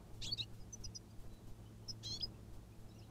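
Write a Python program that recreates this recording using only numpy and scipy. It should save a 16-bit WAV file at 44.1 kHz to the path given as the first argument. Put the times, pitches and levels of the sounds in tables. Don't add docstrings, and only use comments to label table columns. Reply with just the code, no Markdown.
import sys
import numpy as np
from scipy import signal
from scipy.fft import rfft, irfft
from scipy.io import wavfile
from scipy.ndimage import uniform_filter1d

SR = 44100
rng = np.random.default_rng(int(sys.argv[2]) if len(sys.argv) > 2 else 0)


def dump(signal):
    limited = np.clip(np.atleast_2d(signal).T, -1, 1)
    pcm = np.round(limited * 32767).astype(np.int16)
    wavfile.write(sys.argv[1], SR, pcm)


N = 136710
T = np.arange(N) / SR
BAND_LIMIT_HZ = 15650


def amp(db):
    return 10 ** (np.asarray(db) / 20)


def unit(x):
    return x / np.sqrt(np.mean(x ** 2) + 1e-20)


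def eq_db(points, hz):
    f, db = np.transpose(points)
    return np.interp(np.log(abs(hz) + 1), np.log(f + 1), db)


def curves(rows):
    times, *columns = np.transpose(rows)
    t = np.arange(times[0], times[-1], 1 / SR)
    return [t] + [uniform_filter1d(np.interp(t, times, c), size=130, mode="nearest") for c in columns]


def add(mix, start, sound):
    part = mix[max(round(start * SR), 0):][:len(sound)]
    part += sound[:len(part)]


def noise(eq):
    colour = amp(eq_db(eq, np.fft.rfftfreq(N, 1 / SR)))
    return unit(irfft(rfft(rng.standard_normal(N)) * colour, N))


def wander(rate_hz, samples=N):
    rolloff = 1 + (np.fft.rfftfreq(N, 1 / SR) / rate_hz) ** 4
    return unit(irfft(rfft(rng.standard_normal(N)) / rolloff, N))[:samples]


def phase(hz):
    return 2 * np.pi * np.cumsum(hz) / SR


def air():
    # f/Hz, level/dB
    bed_eq = [(12, -31), (20, -12.5), (53, 3), (80, -3.5), (112, -5), (140, -7), (161, -9), (219, -8.5),
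              (245, -12), (323, -12), (613, -19.5), (667, -18.5), (1970, -32.5), (4680, -40.5),
              (15500, -46.5)]
    hiss_eq = [(1000, -31), (2500, 0.5), (4000, 1.5), (6500, 0.5), (9000, -1.5), (15000, -7)]
    # t/s, gain/dB
    swell_points = [(0, 2), (.17, 0), (.25, 4.5), (.33, 4), (.37, 0), (.42, 2.5), (.5, -1), (.75, -1.5),
                    (1.15, -1.5), (1.3, 0), (1.6, -1.5), (1.85, -0.5), (1.92, 3), (2.0, -1), (2.07, 5),
                    (2.27, 4), (2.34, 0.5), (2.7, 0), (3.1, 0.5)]
    bed = amp(-59.5) * noise(bed_eq)
    rumble = signal.sosfiltfilt(signal.butter(2, 1800, fs=SR, output="sos"), bed)
    treble = bed - rumble
    swell = amp(np.interp(T, *np.transpose(swell_points)) + 1.5 * wander(15))
    return rumble * swell + treble + amp(-75.5) * noise(hiss_eq)


def drone(hz, harmonics_db, drift=0.008, flutter_db=1.3):
    turn = phase(hz * (1 + drift * wander(8.9)))
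    return np.sqrt(2) * sum(amp(db + flutter_db * np.sqrt(k) * wander(9)) * np.sin(k * turn)
                            for k, db in enumerate(harmonics_db, 1))


def machinery():
    # t/s, level/dB
    fader = [(0.0, -66), (.2, -58), (0.33, -52), (0.37, -63), (0.41, -51.5), (0.45, -60), (.7, -60),
             (.95, -57.5), (1.2, -61), (2.0, -56.5), (2.07, -51.5), (2.19, -56), (2.24, -52), (2.36, -59),
             (2.56, -59), (2.65, -73), (2.72, -59.5), (3.1, -61)]
    main = amp(np.interp(T, *np.transpose(fader))) * drone(hz=109.1, harmonics_db=[-1, -10.5, -16.5, -20])
    return main + drone(hz=177.9, harmonics_db=[-69.5, -80])


def lens_motor(rise_s=0.0043, fall_s=0.009, fade_s=0.055, body_db=8):
    # start/s, length/s, starting thump/dB, stopping thump/dB, hiss/dB
    moves = [(0.137, 0.073, -45, -40.5, -72.5), (0.259, 0.055, -42, -46.5, -68.5),
             (0.533, 0.071, -45.5, -43.5, -72.5), (0.803, 0.066, -44, -42, -72.5),
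             (1.195, 0.08, -41.5, -43, -72.5), (1.331, 0.013, -47, -48.5, -73.5),
             (1.469, 0.046, -46.5, -43, -72), (1.882, 0.044, -48, -46, -71),
             (2.144, 0.047, -49, -48, -72.5), (2.248, 0.026, -44, -58, -72.5), (2.53, 0.042, -46, -46, -73),
             (2.795, 0.052, -48, -47, -76.5)]
    # f/Hz, level/dB
    hiss_eq = [(500, -5), (1200, 1), (2000, -2.5), (6000, 2.5), (10000, -7.5), (15000, -9)]
    body_eq = [(60, -20), (200, 5), (500, -7), (1000, -12), (2000, -25.5), (5000, -23)]
    thumps, running = np.zeros((2, N))
    for start, length, start_db, stop_db, hiss_db in moves:
        age = T - start
        for t, push in ((age, -amp(start_db)), (age - length, amp(stop_db))):
            width_s = np.where(t < 0, rise_s, fall_s)
            thumps += push * np.exp(-0.5 * (t / width_s) ** 2)
        gate = (age > 0) & (age < length + fall_s)
        running += amp(hiss_db) * gate * np.exp(-abs(age) / fade_s)
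    hiss = noise(hiss_eq) + amp(body_db) * noise(body_eq)
    return thumps + uniform_filter1d(running, size=600) * hiss


def knock(start_s=0.855, length_s=0.045, hz=73.5, db=-47):
    age = T - start_s
    progress = np.clip(age / length_s, 0, 1)
    return amp(db) * np.sin(np.pi * progress) * np.sin(2 * np.pi * hz * age)


def reeds(x, db, t60_s, predelay_s=0.011):
    t = T[:SR // 2]
    tail = rng.standard_normal(len(t)) * amp(-60 * t / t60_s) * (t > predelay_s)
    return amp(db) * signal.fftconvolve(x, tail / np.linalg.norm(tail))[:N]


def small_birds(jitter=0.009, flutter_db=2.0):
    # start/s, length/s, first f/Hz, last f/Hz, level/dB
    slurs = [(0.847, .02, 2520, 3000, -65), (1.292, .12, 4020, 3900, -74), (1.653, 0.033, 2890, 3150, -70),
             (1.82, 0.042, 2690, 3340, -76.5), (2.337, .03, 2490, 2920, -73.5),
             (2.718, 0.026, 2385, 2630, -75), (2.885, 0.024, 5050, 5450, -68.5),
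             (2.903, 0.032, 3780, 4020, -68), (2.94, 0.028, 5460, 6150, -72.5),
             (2.953, .03, 2680, 2910, -72), (2.98, 0.032, 6050, 4640, -63), (3.006, 0.042, 2380, 3390, -68),
             (3.005, 0.065, 4560, 3650, -73.5)]
    notes = np.zeros(N)
    for start, length, first_hz, last_hz, db in slurs:
        progress = np.arange(0, length, 1 / SR) / length
        glide_hz = first_hz + (last_hz - first_hz) * progress
        hz = glide_hz * (1 + jitter * wander(220, len(progress)))
        envelope = amp(db + flutter_db * wander(90, len(progress))) * np.sin(np.pi * progress)
        add(notes, start, envelope * np.sin(phase(hz)))
    return notes


def bill_hiss(calls, smooth_s=0.012):
    # f/Hz, level/dB
    hiss_eq = [(1200, -25), (2800, 3), (4500, 5), (7000, 2), (9500, 0), (13500, -1), (15500, -5)]
    loudness = np.sqrt(abs(uniform_filter1d(calls ** 2, size=int(smooth_s * SR))))
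    return amp(-51.5) * np.sqrt(loudness) * noise(hiss_eq)


def peep(start, length, low_hz, high_hz, db, high_db, sharp, upturn, overtones_db,
         jitter=0.0085, flutter_db=1.0):
    progress = np.arange(0, length, 1 / SR) / length
    glide = 1 + sharp * (1 - progress) ** 3.6 + upturn * progress ** 3.6
    low, high = (phase(hz * glide * (1 + jitter * wander(400, len(glide)))) for hz in (low_hz, high_hz))
    voices = np.sin(low) + amp(high_db) * np.sin(high)
    overtones = np.sin(2 * low) + amp(high_db) * np.sin(low + high) / 2
    envelope = amp(db + flutter_db * wander(200, len(glide))) * np.sin(np.pi * progress) ** 1.6
    return start, envelope * (voices + amp(overtones_db) * overtones)


def whistle(rows, jitter=0.0022, octave_db=-41, twelfth_db=-43):
    t, hz, db = curves(rows)
    turn = phase(hz * (1 + jitter * wander(300, len(t))))
    tone = np.sin(turn) + amp(octave_db) * np.sin(2 * turn) + amp(twelfth_db) * np.sin(3 * turn)
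    return t[0], amp(db) * tone


def rasp(age, beat_hz, burst_s, fade_s=0.014, sustain_db=-10):
    # f/Hz, level/dB
    rasp_eq = [(1500, -35), (2800, -0.5), (4000, -12), (5400, 3), (6600, -1), (7600, -11), (9000, -14.5),
               (11000, -19), (15000, -26)]
    fades = np.clip(np.minimum(age, age[-1] - age) / fade_s, 0, 1) ** 2
    burst = np.exp(-(age / burst_s) ** 4)
    puffs = (1 + np.cos(phase(beat_hz))) / 2
    return fades * (burst + amp(sustain_db)) * puffs * noise(rasp_eq)[:len(age)]


def squawk(rows, trims_db, top_hz, jitter, shimmer_db, rasp_db, rasp_s, flutter_db=1.0):
    combinations = [(2, 0), (3, 0), (4, 0), (1, 1), (0, 2), (-1, 2), (2, 1), (4, -1), (3, -1), (-1, 3),
                    (1, 2), (-2, 3)]
    # f/Hz, gain/dB
    throat_eq = [(800, -50), (1750, -17.5), (2080, -28.5), (2350, -11.5), (2750, -5.5), (3300, -3),
                 (4000, 3), (5100, -4), (6400, -6), (7600, -6), (8400, -7), (12000, -17)]
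    t, low_hz, high_hz, low_db, high_db, overtones_db = curves(rows)
    age = t - t[0]
    shake = jitter * (1 + 0.91 * np.exp(-age / 0.025))
    low_hz, high_hz = (hz * (1 + shake * wander(450, len(t))) for hz in (low_hz, high_hz))
    tones = [(low_hz, low_db), (high_hz, high_db)]
    for (m, n), trim in zip(combinations, trims_db):
        tones.append((m * low_hz + n * high_hz, overtones_db + trim + flutter_db * wander(70, len(t))))
    voice = 0
    for hz, db in tones:
        beak_cut_db = np.clip(0.5 * (hz - top_hz), 0, 26)
        gain = amp(db + eq_db(throat_eq, hz) - beak_cut_db) * (abs(hz) < BAND_LIMIT_HZ)
        offset = 2 * np.pi * rng.random()
        voice += gain * np.sin(phase(hz) + offset)
    breath = amp(rasp_db) * rasp(age, high_hz - low_hz, rasp_s)
    shimmer = amp(shimmer_db * wander(480, len(t)))
    return t[0], voice * shimmer + breath


def moorhen():
    # t/s, low voice f/Hz, high voice f/Hz, low voice level/dB, high voice level/dB, overtone level/dB
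    rising = [(.212, 1650, 2196, -73, -70, -70), (.223, 1773, 2252, -46, -46, -50.5),
              (.233, 1890, 2644, -48, -51, -51), (.242, 2180, 2896, -47, -46, -48),
              (.249, 2520, 3255, -46, -46, -50), (.256, 2806, 3400, -44.5, -47, -50),
              (.268, 3300, 3830, -45, -53, -46), (.276, 3580, 3880, -43, -51, -51.5),
              (.284, 3350, 3990, -45, -50, -55), (.291, 3330, 4000, -41, -80, -65),
              (.299, 3270, 4000, -39.5, -90, -64), (.307, 3460, 4000, -47.5, -90, -70),
              (.314, 3750, 4000, -58, -90, -82)]
    short = [(.371, 2200, 4300, -75, -64, -77), (.376, 2380, 4105, -57, -60, -54),
             (.381, 2600, 3850, -51, -50, -51), (.392, 2750, 3660, -48.5, -40.5, -56),
             (.401, 2600, 3770, -67, -38, -68), (.410, 2554, 3974, -52, -36, -51),
             (.421, 2674, 4270, -39.5, -53, -66), (.431, 2970, 4400, -44.5, -55, -60),
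             (.440, 2800, 4370, -48, -61, -62), (.451, 3040, 4700, -72, -82, -80)]
    long = [(2.028, 1616, 2790, -75, -73, -65), (2.034, 1682, 2857, -61, -61, -53),
            (2.044, 1810, 3030, -54, -58, -53), (2.054, 1950, 3310, -48, -56, -44.5),
            (2.066, 2030, 3240, -44, -46, -42.5), (2.08, 2055, 3280, -47, -45.5, -44.5),
            (2.096, 2063, 3220, -52, -52, -45.5), (2.109, 2054, 3160, -55, -52.5, -42),
            (2.130, 2110, 3350, -46, -50, -41), (2.148, 2150, 3375, -56, -49, -40.5),
            (2.162, 2215, 3410, -54, -51, -46.5), (2.173, 2235, 3400, -55, -50, -46),
            (2.182, 2060, 3600, -75, -68, -64)]
    flick = [(2.198, 1900, 3800, -85, -72, -80), (2.202, 2300, 4400, -66, -47, -66),
             (2.206, 2800, 5500, -51, -50, -66), (2.209, 3150, 6100, -44, -66, -67),
             (2.214, 3330, 6600, -39.5, -78, -66), (2.218, 3750, 6780, -57, -90, -82),
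             (2.221, 4900, 7070, -58, -90, -90)]
    rising_trims = [3, -6, -4, -2, -2.5, -8, -5, -17, -16, -14, -17, -24]
    short_trims = [0.5, -7.5, -30, -7, -19, -4.5, -24, -22, -13, -15, -34, -28]
    long_trims = [-3, -8, -14, -9, -12, -22, -4, -19, -33, -23, -16, -21]
    # t/s, f/Hz, level/dB
    whistles = [
        [(.302, 4430, -68), (.313, 4460, -52), (.321, 4396, -38), (.329, 4460, -32), (.334, 4505, -33),
         (.339, 4700, -35), (.343, 4720, -54), (.347, 4240, -47), (.352, 3640, -73)],
        [(2.218, 4750, -53), (2.223, 5130, -47), (2.228, 4884, -39), (2.236, 5016, -32.5), (2.244, 5053, -35.5),
         (2.251, 5000, -44), (2.258, 4930, -50), (2.268, 5300, -82)],
    ]
    # start/s, length/s, low voice f/Hz, high voice f/Hz, level/dB, high voice/dB re low,
    # sharp start/fraction of pitch, final upturn/fraction of pitch, overtones/dB re low
    peeps = [(.59, 0.053, 4900, 6300, -66, -16, 0.15, 0, -35),
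             (0.723, .033, 6020, 7220, -43, -16, 0.06, -.015, -35),
             (.834, .035, 4960, 5750, -44.5, -3, 0.19, 0, -24),
             (0.945, .036, 4880, 5700, -44.5, -1.5, 0.18, .06, -26),
             (1.099, 0.026, 4750, 6250, -69, -7, 0.04, 0, -35),
             (1.878, 0.043, 5210, 5730, -39.5, -8, .04, 0, -39)]
    notes = [
        squawk(rising, rising_trims, top_hz=8600, jitter=.0044, shimmer_db=1, rasp_db=-59, rasp_s=.054),
        squawk(short, short_trims, top_hz=8000, jitter=.0048, shimmer_db=.86, rasp_db=-55, rasp_s=.02),
        squawk(long, long_trims, top_hz=6900, jitter=.0036, shimmer_db=.8, rasp_db=-53, rasp_s=.032),
        squawk(flick, short_trims, top_hz=6700, jitter=.0047, shimmer_db=3, rasp_db=-68, rasp_s=.015)]
    notes += [whistle(contour) for contour in whistles]
    notes += [peep(*row) for row in peeps]
    calls = np.zeros(N)
    for start, sound in notes:
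        add(calls, start, sound)
    return calls


def scene():
    calls, slurs = moorhen(), small_birds()
    near = calls + bill_hiss(calls) + reeds(calls, db=-21, t60_s=0.067)
    far = slurs + reeds(slurs, db=-9, t60_s=0.18)
    background = machinery() + air() + lens_motor() + knock()
    return (background + far + near)[None]


def record(dry):
    lowpass = signal.firwin(511, BAND_LIMIT_HZ, window=("kaiser", 9), fs=SR)
    return signal.oaconvolve(dry, lowpass[None], "same")


dry = scene()
out = record(dry)
dump(out)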